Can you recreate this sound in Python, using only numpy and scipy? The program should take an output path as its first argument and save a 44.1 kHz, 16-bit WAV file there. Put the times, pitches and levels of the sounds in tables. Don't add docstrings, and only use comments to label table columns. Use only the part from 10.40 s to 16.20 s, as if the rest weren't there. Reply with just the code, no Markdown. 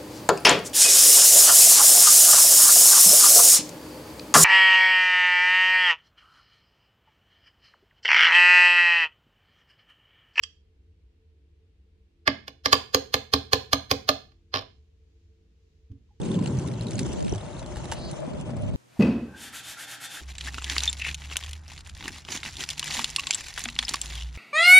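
import sys
import numpy as np
from scipy import signal
from scipy.fft import rfft, irfft
from scipy.io import wavfile
from scipy.ndimage import uniform_filter1d

SR = 44100
rng = np.random.default_rng(int(sys.argv[2]) if len(sys.argv) > 2 else 0)


def decibels_to_gain(level_db):
    exponent = np.asarray(level_db, float) / 20
    return 10 ** exponent


def master(y):
    cut = np.clip(np.atleast_2d(y).T, -1, 1)
    pcm = np.round(cut * 32767)
    wavfile.write(sys.argv[1], SR, pcm.astype(np.int16))


N = 255780


def colour(hz, points):
    table_hz, table_db = np.transpose(points)
    return np.interp(np.log(np.maximum(hz, 1)), np.log(table_hz), table_db)


def shaped(gain, size):
    return irfft(rfft(rng.standard_normal((2, size))) * gain, size)


def ring(modes, db, phase, seconds, rise_s=0.00021):
    hz, mode_db, t60 = np.transpose(modes)[:, :, None]
    t = np.arange(int(seconds * SR)) / SR
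    decay = np.exp(-np.log(1000) * t / t60)
    waves = decay * np.sin(2 * np.pi * hz * t + phase[:, None])
    return decibels_to_gain(mode_db[:, 0] + db) @ waves * (1 - np.exp(-t / rise_s)) ** 2


def add(out, s, sound):
    i = int(s * SR)
    out[i:i + len(sound)] += sound[:N - i]


# f/Hz, width/Hz, level/dB (rms of the part alike left and right)
HUM_BANDS = [(69.5, 7.9, -68.5), (156, 24, -79.5), (197, 3.5, -82), (242, 8, -88), (287, 3.8, -84),
             (340, 2.1, -79.5), (382, 8, -87), (440.7, 7.7, -77)]
# f/Hz, relative level/dB (per Hz)
HISS_SPECTRUM = [(13, -39.5), (22, -15), (76, 2.5), (90, -0.5), (112, -29.5), (152, -17.5), (205, -27),
                 (223, -27), (347, -26.5), (409, -33), (444, -23), (569, -39.5), (1200, -46), (2700, -42),
                 (4380, -47.5), (9000, -60), (16000, -71)]


def background(hiss_db=-58.5, alike_hz=790.0, low_spread=0.089):
    hz = np.fft.rfftfreq(N, 1 / SR)
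    hiss = decibels_to_gain(colour(hz, HISS_SPECTRUM))
    power = decibels_to_gain(2 * hiss_db) * hiss ** 2 / np.mean(hiss ** 2)
    for centre_hz, width_hz, db in HUM_BANDS:
        peak = np.exp(-((hz - centre_hz) / width_hz) ** 2)
        power += decibels_to_gain(2 * db) * peak / np.mean(peak)
    mid, side = rfft(shaped(np.sqrt(power), N))
    spread = np.clip(low_spread + (hz / alike_hz) ** 1.9, 0, 1)
    return irfft(np.array([mid + spread * side, mid - spread * side]), N)


LEFT_LAG_S = .00032
# f/Hz, level/dB
SHADOW = [(400, 0.36), (700, -4), (5000, -6.5), (9000, -11)]


def shade(hz, side):
    return colour(hz, SHADOW) * (.5 - side)


def click(air, s, modes, db, facing, before_db=-30, before_s=0.0046, chatter_db=-28., chatter_s=0.009):
    t = np.arange(-1000, 200) / SR
    before = decibels_to_gain(before_db) * np.exp(-abs(t) / before_s)
    chatter = decibels_to_gain(chatter_db) * np.exp(-(t / chatter_s) ** 2)
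    noise = np.where(t < 0, before, chatter) * rng.standard_normal(len(t))
    push = noise + (t == 0)
    for side in range(2):
        shadow_db = shade(np.array(modes)[:, 0], side)
        sound = signal.fftconvolve(ring(modes, db + shadow_db, facing[side], .08), push)
        add(air[side], s + t[0] + LEFT_LAG_S * (1 - side), sound)


# f/Hz, relative level/dB
CRACK_SPECTRUM = [(300, -23.5), (1000, -25.5), (2500, -22), (4000, -8.5), (5500, -14), (7500, -15),
                  (10000, -22), (15000, -24.5)]


def crack(cracks, s, db, treble_db, crack_s=.0015, size=512):
    hz = np.fft.rfftfreq(size, 1 / SR)
    centre = size // 4
    envelope = np.exp(-abs(np.arange(size) - centre) / SR / crack_s)
    burst = rfft(rng.standard_normal(size) * envelope)
    for side in range(2):
        gain = decibels_to_gain(db + colour(hz, CRACK_SPECTRUM) + treble_db * (hz > 6000) + shade(hz, side))
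        add(cracks[side], s - centre / SR + LEFT_LAG_S * (1 - side), irfft(burst * gain, size))


# t/s, level/dB
CATCH = (.0355, -22.5)
# f/Hz, relative level/dB, t60/s
LID = [(1185, -17.5, 0.014), (1750, -10, 0.01), (2050, -18, 0.024), (2704, -4, .008), (3210, -5, 0.023),
       (4430, -12, 0.028), (4760, -2.5, 0.017), (4970, 2.5, 0.0054), (5780, -1.5, .006),
       (6300, -15, 0.0052), (7270, -9, 0.011), (8600, -22, 0.0034), (9610, -15.5, 0.0044),
       (11700, -28, 0.00534)]


def open_catch(air, cracks, facing):
    s, db = CATCH
    crack(cracks, s, db - 20, -4.5)
    click(air, s, LID, db, facing[:, :len(LID)])


# f/Hz, relative level/dB, t60/s
TAIL_BANDS = [(150, -36.5, 0.74), (287, -37, 0.36), (606, -33, 0.28), (1200, -34.5, 0.31),
              (2370, -42.5, 0.33), (4800, -38.5, 0.32), (9600, -48.5, 0.33), (14230, -46, 0.093)]
# mean delay t/s (each side is then skewed), level/dB (midway between left and right)
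ECHOES = [(.0035, -7.5), (.007, -16), (.0125, -14.5), (.018, -29), (0.023, -25.5)]
# f/Hz, level/dB
THROW = [(200, 0.5), (370, 0), (500, -3.5), (680, -6.5), (900, -1.5), (1150, -11.5), (1600, -0.5),
         (3300, 0), (4100, -1), (4900, -6.5), (5700, -5.5), (6400, -5), (7500, -0.5), (9400, -7),
         (15000, 0)]


def room(near, far, onset_s=0.00059, alike_hz=500.):
    size = int(.6 * SR)
    t, hz = np.arange(size) / SR, np.fft.rfftfreq(size, 1 / SR)
    tail, echoes = np.zeros((2, size)), np.zeros((2, size // 10))
    for centre_hz, db, t60 in TAIL_BANDS:
        octaves = np.log2(np.maximum(hz, 1) / centre_hz)
        mid, side = shaped(np.exp(-octaves ** 2 * 2) * decibels_to_gain(colour(hz, THROW)), size)
        band = mid + min(centre_hz / alike_hz, 1) * side * np.array([[1], [-1]])
        shadow_db = shade(centre_hz, np.array([[0], [1]]))
        tail += decibels_to_gain(db - 60 * t / t60 + shadow_db) * band * (1 - np.exp(-t / onset_s))
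    skew_s = rng.uniform(-0.00033, 0.00025, (len(ECHOES), 2))
    for (s, db), skew in zip(ECHOES, skew_s):
        echoes[[0, 1], ((s + skew) * SR).astype(int)] += decibels_to_gain(db + np.array([-1.8, 1.8]))
    early = signal.fftconvolve(near[None], echoes, axes=1)[:, :N]
    late = signal.fftconvolve(far[None], tail, axes=1)[:, :N]
    return early + late


# f/Hz, relative level/dB, t60/s
TABLE_TOP = [(42, -12, 0.11), (82.04, -4.5, .3), (101, 4.5, 0.11), (117.05, -2.5, 0.18), (168.5, -6, 0.1),
             (226.4, -9.5, 0.25), (275.5, 3, 0.18), (359.5, -11, .08), (437, -12, 0.085)]


def thump(db, push_s, bass_db, scatter_db=3.0, rise_s=0.0026, settle_s=0.069):
    deep = np.array(TABLE_TOP)[:, 0] < 150
    mix_db = scatter_db * rng.standard_normal(len(TABLE_TOP)) + bass_db * deep
    modes = ring(TABLE_TOP, mix_db, np.zeros(len(TABLE_TOP)), .6, rise_s=rise_s)
    settled = modes - uniform_filter1d(modes, int(settle_s * SR))
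    sound = np.convolve(settled, np.hanning(max(int(push_s * SR), 3)))
    return decibels_to_gain(db) * sound / np.abs(sound).max()


# f/Hz, relative level/dB, t60/s
SHELL = [(432, -10, 0.047), (527, -16.5, 0.053), (634, -10.5, 0.046), (749.8, -3.5, 0.021),
         (852, -21.5, 0.021), (1052, -5, 0.027), (1185.7, -7.5, 0.039), (1744, -2.5, 0.017),
         (2146, -9, 0.015), (2447, -2, 0.0062), (3100, -3.5, 0.0077), (3540, -6.5, 0.004),
         (3660, -3.5, 0.007), (4230, 2.5, 0.0057), (4812, -5.5, .011), (5430, -7.5, 0.0081),
         (5700, -17.5, 0.0086), (6404, -9.5, 0.01), (7600, -21.5, 0.0064), (8500, -23, 0.001),
         (9510, -14.5, 0.0064), (10300, -19.5, .003), (11450, -16.5, 0.0045), (12400, -15.5, .003),
         (14400, -15.5, 0.0075), (14600, -16, 0.0016), (16090, -21.5, .003)]


def shell_phases(side_turn=0.86):
    count = len(SHELL)
    return np.pi * np.arange(count) + side_turn * rng.standard_normal((2, count))


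def strike(layers, facing, s, db, thump_db, ring_hz, body_db, treble_db, bass_db,
           scatter_db=0.5, favour_db=6.0, favour_octaves=0.27, detune=.015, crack_db=-16.5):
    air, cracks, table = layers
    held = np.array(SHELL)
    hz = held[:, 0].copy()
    lift_db = favour_db * np.exp(-(np.log2(hz / ring_hz) / favour_octaves) ** 2)
    lift_db += body_db * (hz < 1500) + treble_db * (hz > 6000)
    lift_db += scatter_db * rng.standard_normal(len(hz))
    held[:, 0] *= 1 + detune * rng.standard_normal(len(hz))
    click(air, s, held, db + lift_db, facing)
    crack(cracks, s, db + crack_db + .35 * treble_db, treble_db)
    add(table, s, thump(thump_db, 0.0018, bass_db))


# t/s, level/dB, table thump level/dB, favoured ring f/Hz, treble level/dB
NUDGES = [(1.8763, -7, -22.5, 1783, -9.5), (2.080, -28, -47.5, 3472, -1), (2.2584, -9.5, -28.5, 4756, -1.5),
          (3.919, -57, -70, 2930, -5.5), (5.517, -65.5, -41.5, 3033, 6.5)]


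def nudge_case(layers, facing):
    for s, db, thump_db, ring_hz, treble_db in NUDGES:
        strike(layers, facing, s, db, thump_db, ring_hz, body_db=-3.5, treble_db=treble_db, bass_db=-6)


# t/s, level/dB, table thump level/dB
TAPS = [(2.329, -3.5, -23.5), (2.546, -7.5, -23), (2.741, -10.5, -26.5), (2.937, -9, -19.5),
        (3.132, -7, -21.5), (3.331, -9, -21), (3.513, -8.5, -21), (3.69, -9, -24.5)]


def tap_handle(layers, facing):
    for s, db, thump_db in TAPS:
        strike(layers, facing, s, db, thump_db, 4280, body_db=-0.8, treble_db=4, bass_db=1.75)


# f/Hz, relative level/dB (per Hz)
RUSTLE_SPECTRUM = [(800, -30.5), (2000, -4), (4000, 1.5), (7000, -0.5), (9000, -22.5)]


def rustle_on(start_s=2.8, db=-84.5, waver_hz=2.0, depth_db=2.5, fade_s=0.068):
    t = np.arange(N) / SR - start_s
    rustle = shaped(decibels_to_gain(colour(np.fft.rfftfreq(N, 1 / SR), RUSTLE_SPECTRUM)), N)
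    waver = np.clip(t / fade_s, 0, 1) * decibels_to_gain(depth_db * np.cos(2 * np.pi * waver_hz * t))
    return decibels_to_gain(db) * waver * rustle / rustle.std()


# t/s, level/dB, favoured ring f/Hz
BOUNCES = [(4.140, -18.5, 4090), (4.151, -23.5, 4800), (4.159, -19.5, 3029), (4.171, -24, 4780),
           (4.182, -31, 4810), (4.19, -29.5, 3580), (4.21, -36.5, 599), (4.222, -40, 600)]


def lay_brush_down(layers, facing):
    for s, db, ring_hz in BOUNCES:
        strike(layers, facing, s, db, db - 14, ring_hz, body_db=-0.7, treble_db=-8, bass_db=-1.5)


# t/s, level/dB, push length t/s
BUMPS = [(5.496, -40, 0.0052), (5.506, -34, 0.0056), (5.624, -55, 0.0075)]


def bump_table(table):
    for s, db, push_s in BUMPS:
        add(table, s, thump(db, push_s, bass_db=1.75))


# t/s, level/dB, ring f/Hz, t60/s
KNOCKS = [(5.689, -59, 1010, .03), (5.705, -57.5, 830, 0.068)]


def knock(table):
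    for s, db, knock_hz, t60 in KNOCKS:
        add(table, s, ring([(knock_hz, db, t60)], 0, np.zeros(1), .09, rise_s=0.0027))


def scene(crack_room_db=18):
    air, cracks, table = layers = np.zeros((2, N)), np.zeros((2, N)), np.zeros(N)
    facing = shell_phases()
    open_catch(air, cracks, facing)
    nudge_case(layers, facing)
    tap_handle(layers, facing)
    lay_brush_down(layers, facing)
    bump_table(table)
    knock(table)
    near = (air + cracks).mean(0) + .5 * table
    far = near + decibels_to_gain(crack_room_db) * cracks.mean(0)
    direct = air + cracks + table * decibels_to_gain(np.array([[-.6], [.6]]))
    return direct + room(near, far) + rustle_on() + background()


def band_limit(x):
    return signal.sosfilt(signal.butter(12, 16530, fs=SR, output="sos"), x)


def record(dry):
    bass_cut = signal.butter(2, 30, "high", fs=SR, output="sos")
    top_cut = signal.ellip(8, .2, 60, 16400, fs=SR, output="sos")
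    rounded = np.tanh(signal.sosfilt(bass_cut, dry))
    mix = signal.sosfilt(top_cut, rounded)
    return band_limit(mix)


dry = scene()
out = record(dry)
master(out)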